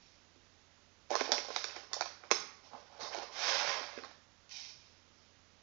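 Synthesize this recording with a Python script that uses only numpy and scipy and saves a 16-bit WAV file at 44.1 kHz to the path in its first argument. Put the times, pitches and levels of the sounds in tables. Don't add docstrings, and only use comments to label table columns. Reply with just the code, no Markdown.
import sys
import numpy as np
from scipy import signal
from scipy.fft import rfft, irfft
from scipy.io import wavfile

SR = 44100
rng = np.random.default_rng(int(sys.argv[2]) if len(sys.argv) > 2 else 0)


def waveform_to_disk(signal):
    frames = np.transpose(np.atleast_2d(signal))
    scaled = np.clip(frames, -1, 1) * 32767
    samples = np.round(scaled).astype(np.int16)
    wavfile.write(sys.argv[1], SR, samples)


N = 247842
TIME_S = np.arange(N) / SR
BAND_LIMIT_HZ = 8005

# f/Hz, level/dB
HISS_COLOUR = [(12, -8.5), (25, -1.5), (42, 3), (55, 3), (100, -2.5), (140, 0), (300, -3.5), (700, -6.5),
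               (1400, -8), (2500, -11), (6500, -13.5)]
# f/Hz, level/dB
HUM_TONES = [(43, -85), (90.5, -71), (246, -80), (316, -87.5), (576, -83.5), (1415, -97)]
# start/s, length/s, level/dB
SPILL_RUNS = [(0, 0.16, -68), (1.502, 0.11, -49), (2.625, 0.038, -62), (4.497, 0.032, -50),
              (4.541, 0.16, -50.5), (4.783, 0.2, -69), (5.12, 0.14, -72.5)]
# f/Hz, level/dB
PATTER_COLOUR = [(300, -34), (800, -6), (1200, -18.5), (1750, -14), (2100, -1), (2450, 2.5), (2800, -2),
                 (3300, -2.5), (3700, -2), (5000, 0.5), (5850, 1.5), (6250, -2.5), (7500, -11.5)]
# t/s, level/dB
GRAIN_LANDINGS = [(4.4934, -50.5), (4.5125, -47), (4.519, -54), (4.5639, -53), (4.5686, -41.5), (4.59, -57),
                  (4.65, -46), (4.695, -49)]
# f/Hz, level/dB, t60/s
SPOON_MODES = [(1137, 3.5, 0.52), (1480, 2, 0.26), (1510, -0.5, 0.27), (1887, 13.5, 0.063),
               (2085, -2, 0.31), (2450, -1.5, 0.26), (3120, -7.5, 0.16), (3860, 3, 0.25), (4520, -6, 0.21),
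               (4725, -5, 0.21), (5050, -2, 0.3), (5290, 2, 0.17), (5560, 4.5, 0.1), (5830, 0.5, 0.17),
               (5800, -3.5, 0.17)]
# t/s, f/Hz, level/dB
TABLE_BUMPS = [(0.36, 340, -56), (1.112, 390, -33.5), (1.126, 354, -41), (1.153, 450, -35),
               (1.2094, 338, -30.5), (1.291, 418, -35), (1.319, 274, -39.5), (1.381, 426, -38),
               (1.501, 367, -43), (1.566, 486, -43), (1.644, 510, -44), (1.765, 440, -42.5),
               (1.932, 470, -47), (2.009, 445, -40), (2.237, 460, -52), (2.313, 462, -25),
               (2.313, 221, -38), (2.739, 242, -50), (3.026, 279, -48.5), (3.157, 383, -49.5),
               (3.18, 370, -46), (3.485, 344, -48), (3.679, 164, -50), (3.81, 327, -45), (3.975, 307, -39),
               (3.988, 340, -48), (4.029, 328, -49.5), (4.756, 149, -62.5)]
# f/Hz, level/dB, t60/s
TABLE_MODES = [(179, 2.5, 0.093), (268, 4.5, 0.12), (357.6, 1, 0.27), (426, -2, 0.27), (470, 12.5, 0.041)]
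# start/s, length/s, wall/dB, rice/dB
SPOON_STROKES = [(1.095, 0.053, -41, -43), (1.137, 0.1, -52.5, -44), (1.295, 0.055, -40, -43.5),
                 (1.424, 0.38, -56, -53.5), (1.889, 0.19, -54.5, -58), (2.202, 0.24, -61.5, -67),
                 (2.616, 0.058, -61.5, -71), (2.7, 0.069, -53, -62.5), (2.752, 0.13, -64.5, -66.5),
                 (2.894, 0.11, -57.5, -64), (2.978, 0.086, -48, -53), (3.09, 0.14, -45.5, -49.5),
                 (3.258, 0.045, -56, -71), (3.727, 0.059, -44, -58), (3.942, 0.018, -59, -53),
                 (4.01, 0.023, -52.5, -57), (4.095, 0.05, -70, -73)]
# f/Hz, level/dB, t60/s
PACKET_MODES = [(370, -7.5, 0.026), (455, 0, 0.044), (579, -2.5, 0.044), (742, 1, 0.016), (847, 2.5, 0.025),
                (1040, -1.5, 0.022), (1238, 1.5, 0.011), (1483, 2.5, 0.0058), (1830, -7.5, 0.0098),
                (2183, -16, 0.023), (2546, 4, 0.0097), (3750, 6, 0.0032), (4320, 3, 0.0046),
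                (5525, 0, 0.022)]
# f/Hz, level/dB
WALL_COLOUR = [(150, -15.5), (380, -5.5), (560, 5.5), (800, 5.5), (1050, 6), (1500, -1),
               (2500, -31.5), (4000, -18)]
# f/Hz, level/dB
RICE_COLOUR = [(200, -28.5), (500, -7), (1200, 1), (1600, 1), (2300, -0.5), (3000, -3.5), (3900, -5),
               (5600, -3.5), (6300, -11.5), (7500, -13.5)]
# t/s, thud/Hz, thud/dB, clack/Hz, clack/dB, tock/dB, tick/dB
BUCKLES = [(1.105, 640, -32.5, 2330, -49, -55, -46), (1.113, 650, -29, 1290, -54, -51, -47),
           (1.127, 710, -36, 1300, -50, -56, -47), (1.142, 820, -31.5, 1450, -41, -58, -50),
           (1.1535, 730, -26, 1450, -30, -37.5, -34.5), (1.2086, 720, -42, 1740, -31.5, -39.5, -39),
           (1.2115, 684, -27.5, 1510, -54, -54, -53.5), (1.256, 750, -41, 2050, -48, -52, -52),
           (1.277, 667, -38, 1400, -56, -61, -57), (1.2921, 600, -36.5, 1450, -59, -53, -61),
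           (1.307, 686, -40, 1390, -68, -70, -68), (1.319, 644, -28.5, 1700, -34, -27.5, -26),
           (1.381, 646, -35.5, 2100, -36.5, -60, -44), (1.447, 680, -45, 1450, -55, -64, -55),
           (1.485, 670, -39.5, 1400, -59, -55.5, -54), (1.504, 556, -38.5, 1360, -44.5, -52, -59),
           (1.5617, 817, -34, 1690, -33.5, -33.5, -37), (1.5705, 590, -42, 1500, -68, -55, -47),
           (1.642, 840, -42.5, 1830, -37, -37, -38), (1.763, 704, -45, 1680, -46.5, -67, -49.5),
           (1.9325, 800, -43.5, 1450, -39.5, -37.5, -34), (1.9427, 780, -62, 1460, -56, -56, -41.5),
           (1.966, 620, -38.5, 1400, -59, -68, -63), (2.009, 800, -29.5, 1550, -33.5, -37, -37),
           (2.0225, 845, -38, 1900, -39, -52, -48.5), (2.0581, 830, -38, 1910, -48, -50, -57),
           (2.237, 990, -70, 1460, -47.5, -83, -78), (2.306, 650, -44, 1540, -42, -55, -50),
           (2.313, 1070, -23.5, 2000, -26, -30.5, -25), (2.733, 990, -44, 1300, -67, -76, -78),
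           (2.749, 950, -43.5, 1310, -68, -79, -83), (2.926, 845, -52.5, 1400, -75, -77, -79),
           (3.1468, 680, -35.5, 1840, -45, -48, -48), (3.154, 656, -38, 1400, -62, -66, -56),
           (3.176, 523, -37.5, 1400, -57.5, -69, -52), (3.231, 665, -43, 1400, -68, -68, -53),
           (3.497, 686, -52, 2290, -39, -46.5, -40), (3.931, 630, -49, 1600, -67, -62, -68),
           (3.976, 525, -42, 2000, -50, -63, -72), (3.987, 480, -56, 1880, -48, -65, -79),
           (4.036, 854, -53, 1500, -46, -53, -64), (4.047, 800, -53, 1450, -48, -57, -61),
           (4.112, 807, -56, 1400, -64, -76, -81)]
# t/s, level/dB
SPOON_KNOCKS = [(1.3202, -57.5), (2.3123, -48.5)]
# start/s, length/s, level/dB
EDGE_SCRAPES = [(2.991, 0.038, -42.5), (3.044, 0.015, -46)]
# f/Hz, level/dB
RASP_COLOUR = [(250, -19.5), (500, -8), (750, 6.5), (950, -3.5), (1200, 6), (1600, -6.5), (2050, -2),
               (2600, -18), (2900, -25), (3280, -23), (3550, -2), (3850, 1), (4100, -5), (4400, -1),
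               (4650, -1.5), (5450, -3.5), (6000, -7), (7500, -15)]
# t/s, rice/dB, wall/dB
SCOOP_LEVELS = [(3.3, -79, -66), (3.323, -57.5, -62), (3.369, -48, -47.5), (3.43, -38.5, -46),
                (3.484, -36, -40), (3.56, -35.5, -43), (3.625, -37.5, -42), (3.695, -34, -42),
                (3.92, -53.5, -58), (4.062, -59.5, -63.5), (4.22, -80, -88)]
# f/Hz, level/dB
SCOOP_COLOUR = [(150, -52.5), (330, -20), (440, -12), (555, 1.5), (660, -5.5), (780, -0.5), (1150, 2),
                (1650, 0.5), (2350, 1), (2900, -4.5), (3500, -2.5), (4300, -5), (5600, -3.5), (6300, -9),
                (7500, -15.5)]
# t/s, gain/dB
SCOOP_SHELF = [(3.3, 6), (3.52, 3), (3.68, -1.5), (3.85, -2.5), (4.05, -3)]
# f/Hz, t60/s
TAIL_T60 = [(200, 0.95), (530, 0.5), (1400, 0.76), (3700, 0.5), (6500, 0.4347)]
# f/Hz, level/dB
TAIL_COLOUR = [(200, -10), (600, -13.5), (1400, -9.5), (2800, -7), (5400, 2.5), (7500, -4)]
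# delay/s, level/dB
NEAR_ECHOES = [(.0017, -10.5), (.0034, -21), (.0077, -12.5), (0.0101, -14.5)]
# f/Hz, gain/dB
MIC_RESPONSE = [(20, -7.5), (6200, -1), (6900, -5.5), (7400, -18.5), (7900, -34), (8400, -38)]


def amp(db):
    return 10 ** (np.asarray(db) / 20)


def unit(x):
    return x / np.sqrt(np.mean(x ** 2) + 1e-20)


def read(points, hz):
    points_hz, values = np.transpose(points)
    return np.interp(np.log(hz + 1), np.log(points_hz + 1), values)


def level(curve):
    s, db = np.transpose(curve)
    return amp(np.interp(TIME_S, s, db, left=-np.inf, right=-np.inf))


def colour(x, points):
    hz = np.fft.rfftfreq(len(x), 1 / SR)
    return irfft(rfft(x) * amp(read(points, hz)) * (hz < BAND_LIMIT_HZ), len(x))


def add(mix, s, sound):
    part = mix[round(s * SR):][:len(sound)]
    part += sound[:len(part)]


def ring(modes, t, detune=1):
    hz, db, t60_s = np.transpose(modes)[:, :, None]
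    envelopes = amp(db) * np.exp(-np.log(1000) * t / t60_s)
    return (envelopes * np.sin(2 * np.pi * hz * detune * t)).sum(0)


def band_part(blow, band_hz):
    part = signal.sosfilt(signal.butter(3, band_hz, "band", fs=SR, output="sos"), blow)
    return part / np.linalg.norm(part) * np.sqrt(0.005 * SR)


def gesture(start_s, length_s, attack_s, sag_db_per_s, release_db_per_s):
    t = np.maximum(TIME_S - start_s, 0)
    fall_db = sag_db_per_s * t + release_db_per_s * np.maximum(t - length_s, 0)
    return np.minimum(t / attack_s, 1) * amp(-fall_db)


def wander(rate_hz):
    return np.interp(TIME_S * rate_hz, np.arange(N), rng.standard_normal(N))


def grains(per_s, spread_db, clump_db, clump_hz):
    sizes = amp(spread_db * np.minimum(rng.exponential(1, N), 4)) * rng.choice([-1, 1], N)
    clumps = amp(clump_db * wander(clump_hz))
    return sizes * (rng.random(N) < per_s / SR) * clumps


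def on_spoon(hits, spectrum, spoon_db):
    bowl = signal.oaconvolve(hits, ring(SPOON_MODES, np.arange(SR // 2) / SR))[:N]
    return unit(unit(colour(hits, spectrum)) + amp(spoon_db) * unit(colour(bowl, spectrum)))


def background(hiss_db=-64.5, waver=0.035):
    clock_s = np.cumsum(1 + waver * wander(rate_hz=12)) / SR
    hum = sum(amp(db) * unit(np.sin(2 * np.pi * hz * clock_s)) for hz, db in HUM_TONES)
    return amp(hiss_db) * unit(colour(rng.standard_normal(N), HISS_COLOUR)) + hum


def spill(landing_decay_s=0.0024):
    patter = grains(per_s=1600, spread_db=1, clump_db=0, clump_hz=185.5)
    flow = sum(amp(db) * gesture(s, length_s, attack_s=0.022, sag_db_per_s=30, release_db_per_s=162)
               for s, length_s, db in SPILL_RUNS)
    out = on_spoon(patter, PATTER_COLOUR, spoon_db=-6) * flow
    t = np.arange(SR // 50) / SR
    for s, db in GRAIN_LANDINGS:
        burst = unit(colour(rng.standard_normal(len(t)), PATTER_COLOUR))
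        add(out, s, amp(db) * burst * np.exp(-t / landing_decay_s))
    return out


def bumps(push_s=0.00032, band_ratio=1.336, ring_db=-33):
    t, out = np.arange(SR // 5) / SR, np.zeros(N)
    push = np.exp(-t / push_s) + amp(ring_db) * ring(TABLE_MODES, t)
    for s, hz, db in TABLE_BUMPS:
        add(out, s, amp(db) * band_part(push, (hz / band_ratio, hz * band_ratio)))
    return out


def agitation(shake_wall_db=-39, shake_rice_db=-18.5, settle_db_per_s=142):
    power = np.zeros((2, N))
    power[0] = level([(s, wall_db) for s, _, wall_db in SCOOP_LEVELS]) ** 2
    for s, length_s, wall_db, rice_db in SPOON_STROKES:
        push = gesture(s, length_s, attack_s=0.037, sag_db_per_s=-0.5, release_db_per_s=192.5)
        power += (amp([[wall_db], [rice_db]]) * push) ** 2
    settling = amp(-settle_db_per_s * np.arange(SR // 2) / SR)
    shaking = np.zeros(N)
    for s, *_, clack_db, tock_db, tick_db in BUCKLES:
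        add(shaking, s, np.sum(amp([clack_db, tock_db, tick_db]) ** 2) * settling ** 2)
    return np.sqrt(power + amp([[shake_wall_db], [shake_rice_db]]) ** 2 * shaking)


def flex(scatter=0.041, patches=5):
    t, wall = np.arange(SR // 12) / SR, np.zeros(N)
    for _ in range(patches):
        slips = grains(per_s=300, spread_db=1, clump_db=2, clump_hz=78.8)
        detune = 1 + scatter * rng.standard_normal((len(PACKET_MODES), 1))
        wall += signal.oaconvolve(slips, ring(PACKET_MODES, t, detune))[:N]
    return unit(colour(wall, WALL_COLOUR))


def stir():
    hits = grains(per_s=4000, spread_db=2.5, clump_db=2.5, clump_hz=153.1)
    return on_spoon(hits, RICE_COLOUR, spoon_db=-13.5)


def hollow(blow, chatter_s=0.001078, chatter_db=-4, jitter=0.2):
    out = blow.copy()
    add(out, chatter_s * np.exp(jitter * rng.standard_normal()), amp(chatter_db) * blow)
    return out


def snaps(click_db=26, crack_db=19, crack_s=0.0011, rebound_s=0.004, scatter=0.022):
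    thud_ratio, clack_ratio = 1.354, 1.35
    tock_band_hz, tick_band_hz = (3500, 4610), (4630, 6710)
    rebound_db = (-10, -11, -16.5, -13.5)
    shares = np.array([np.ones(4), amp(rebound_db)])
    shares /= np.linalg.norm(shares, axis=0)
    t, out = np.arange(SR // 12) / SR, np.zeros(N)
    for s, thud_hz, thud_db, clack_hz, clack_db, tock_db, tick_db in BUCKLES:
        bands_hz = [(thud_hz / thud_ratio, thud_hz * thud_ratio),
                    (clack_hz / clack_ratio, clack_hz * clack_ratio), tock_band_hz, tick_band_hz]
        gains = amp([thud_db, clack_db, tock_db, tick_db])
        delays_s = (0, rebound_s * rng.uniform(0.616, 2.1))
        for delay_s, share in zip(delays_s, shares):
            detune = 1 + scatter * rng.standard_normal((len(PACKET_MODES), 1))
            click = amp(click_db) * (t == 0)
            burst = rng.standard_normal(len(t)) * np.exp(-t / crack_s)
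            crack = amp(crack_db) * np.diff(burst, prepend=0)
            blow = ring(PACKET_MODES, t, detune) + hollow(click + crack)
            for band_hz, gain in zip(bands_hz, share * gains):
                add(out, s + delay_s, gain * band_part(blow, band_hz))
    return out


def spoon_ring():
    t, out = np.arange(SR // 2) / SR, np.zeros(N)
    for s, db in SPOON_KNOCKS:
        add(out, s, amp(db) * ring(SPOON_MODES, t))
    return out


def scrape():
    slips = grains(per_s=2000, spread_db=1.5, clump_db=0.5, clump_hz=141)
    push = sum(amp(db) * gesture(s, length_s, attack_s=0.031, sag_db_per_s=7, release_db_per_s=328)
               for s, length_s, db in EDGE_SCRAPES)
    return unit(colour(slips, RASP_COLOUR)) * push


def scoop(shelf_hz=2800):
    hits = grains(per_s=3200, spread_db=2, clump_db=1.1, clump_hz=157.7)
    rush = on_spoon(hits, SCOOP_COLOUR, spoon_db=-18)
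    treble = signal.sosfiltfilt(signal.butter(2, shelf_hz, "high", fs=SR, output="sos"), rush)
    treble_gain = amp(np.interp(TIME_S, *np.transpose(SCOOP_SHELF)))
    rush += treble * (treble_gain - 1)
    return rush * level([(s, rice_db) for s, rice_db, _ in SCOOP_LEVELS])


def room_response(tail_db=-2, build_s=0.0021, jitter=0.15):
    t = np.arange(SR * 3 // 4) / SR
    hz, frames_s, spectra = signal.stft(rng.standard_normal(len(t)), SR, nperseg=256)
    spectra *= np.exp(-np.log(1000) * frames_s / read(TAIL_T60, hz)[:, None])
    tail = signal.istft(spectra, SR)[1][:len(t)]
    tail *= 1 - np.exp(-(t / build_s) ** 2)
    response = amp(tail_db) * colour(tail / np.linalg.norm(tail), TAIL_COLOUR)
    response[-SR // 10:] = 0
    response[0] += 1
    for s, db in NEAR_ECHOES:
        add(response, s * np.exp(jitter * rng.standard_normal()), amp([db]))
    return response


def room(x, move_hz=4.3, paths=3):
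    turns = move_hz * TIME_S + np.arange(paths)[:, None] / paths
    shares = np.maximum(np.cos(2 * np.pi * turns), 0)
    shares /= np.linalg.norm(shares, axis=0)
    direct_surplus = x * (shares.sum(0) - 1)
    return sum(signal.oaconvolve(x * share, room_response())[:N] for share in shares) - direct_surplus


def scene():
    wall_gain, rice_gain = agitation()
    blows = snaps() + spoon_ring() + bumps()
    rustle = wall_gain * flex() + rice_gain * stir() + scrape() + scoop() + spill()
    return np.tile(room(blows + rustle) + background(), (2, 1))


def record(dry):
    sides_db = (-23.5, 5)
    heard = np.array([amp(db) * colour(side, MIC_RESPONSE) for db, side in zip(sides_db, dry)])
    lowpass = signal.firwin(255, BAND_LIMIT_HZ, window=("kaiser", 9), fs=SR)
    return signal.oaconvolve(heard, lowpass[None], "same")


dry = scene()
out = record(dry)
waveform_to_disk(out)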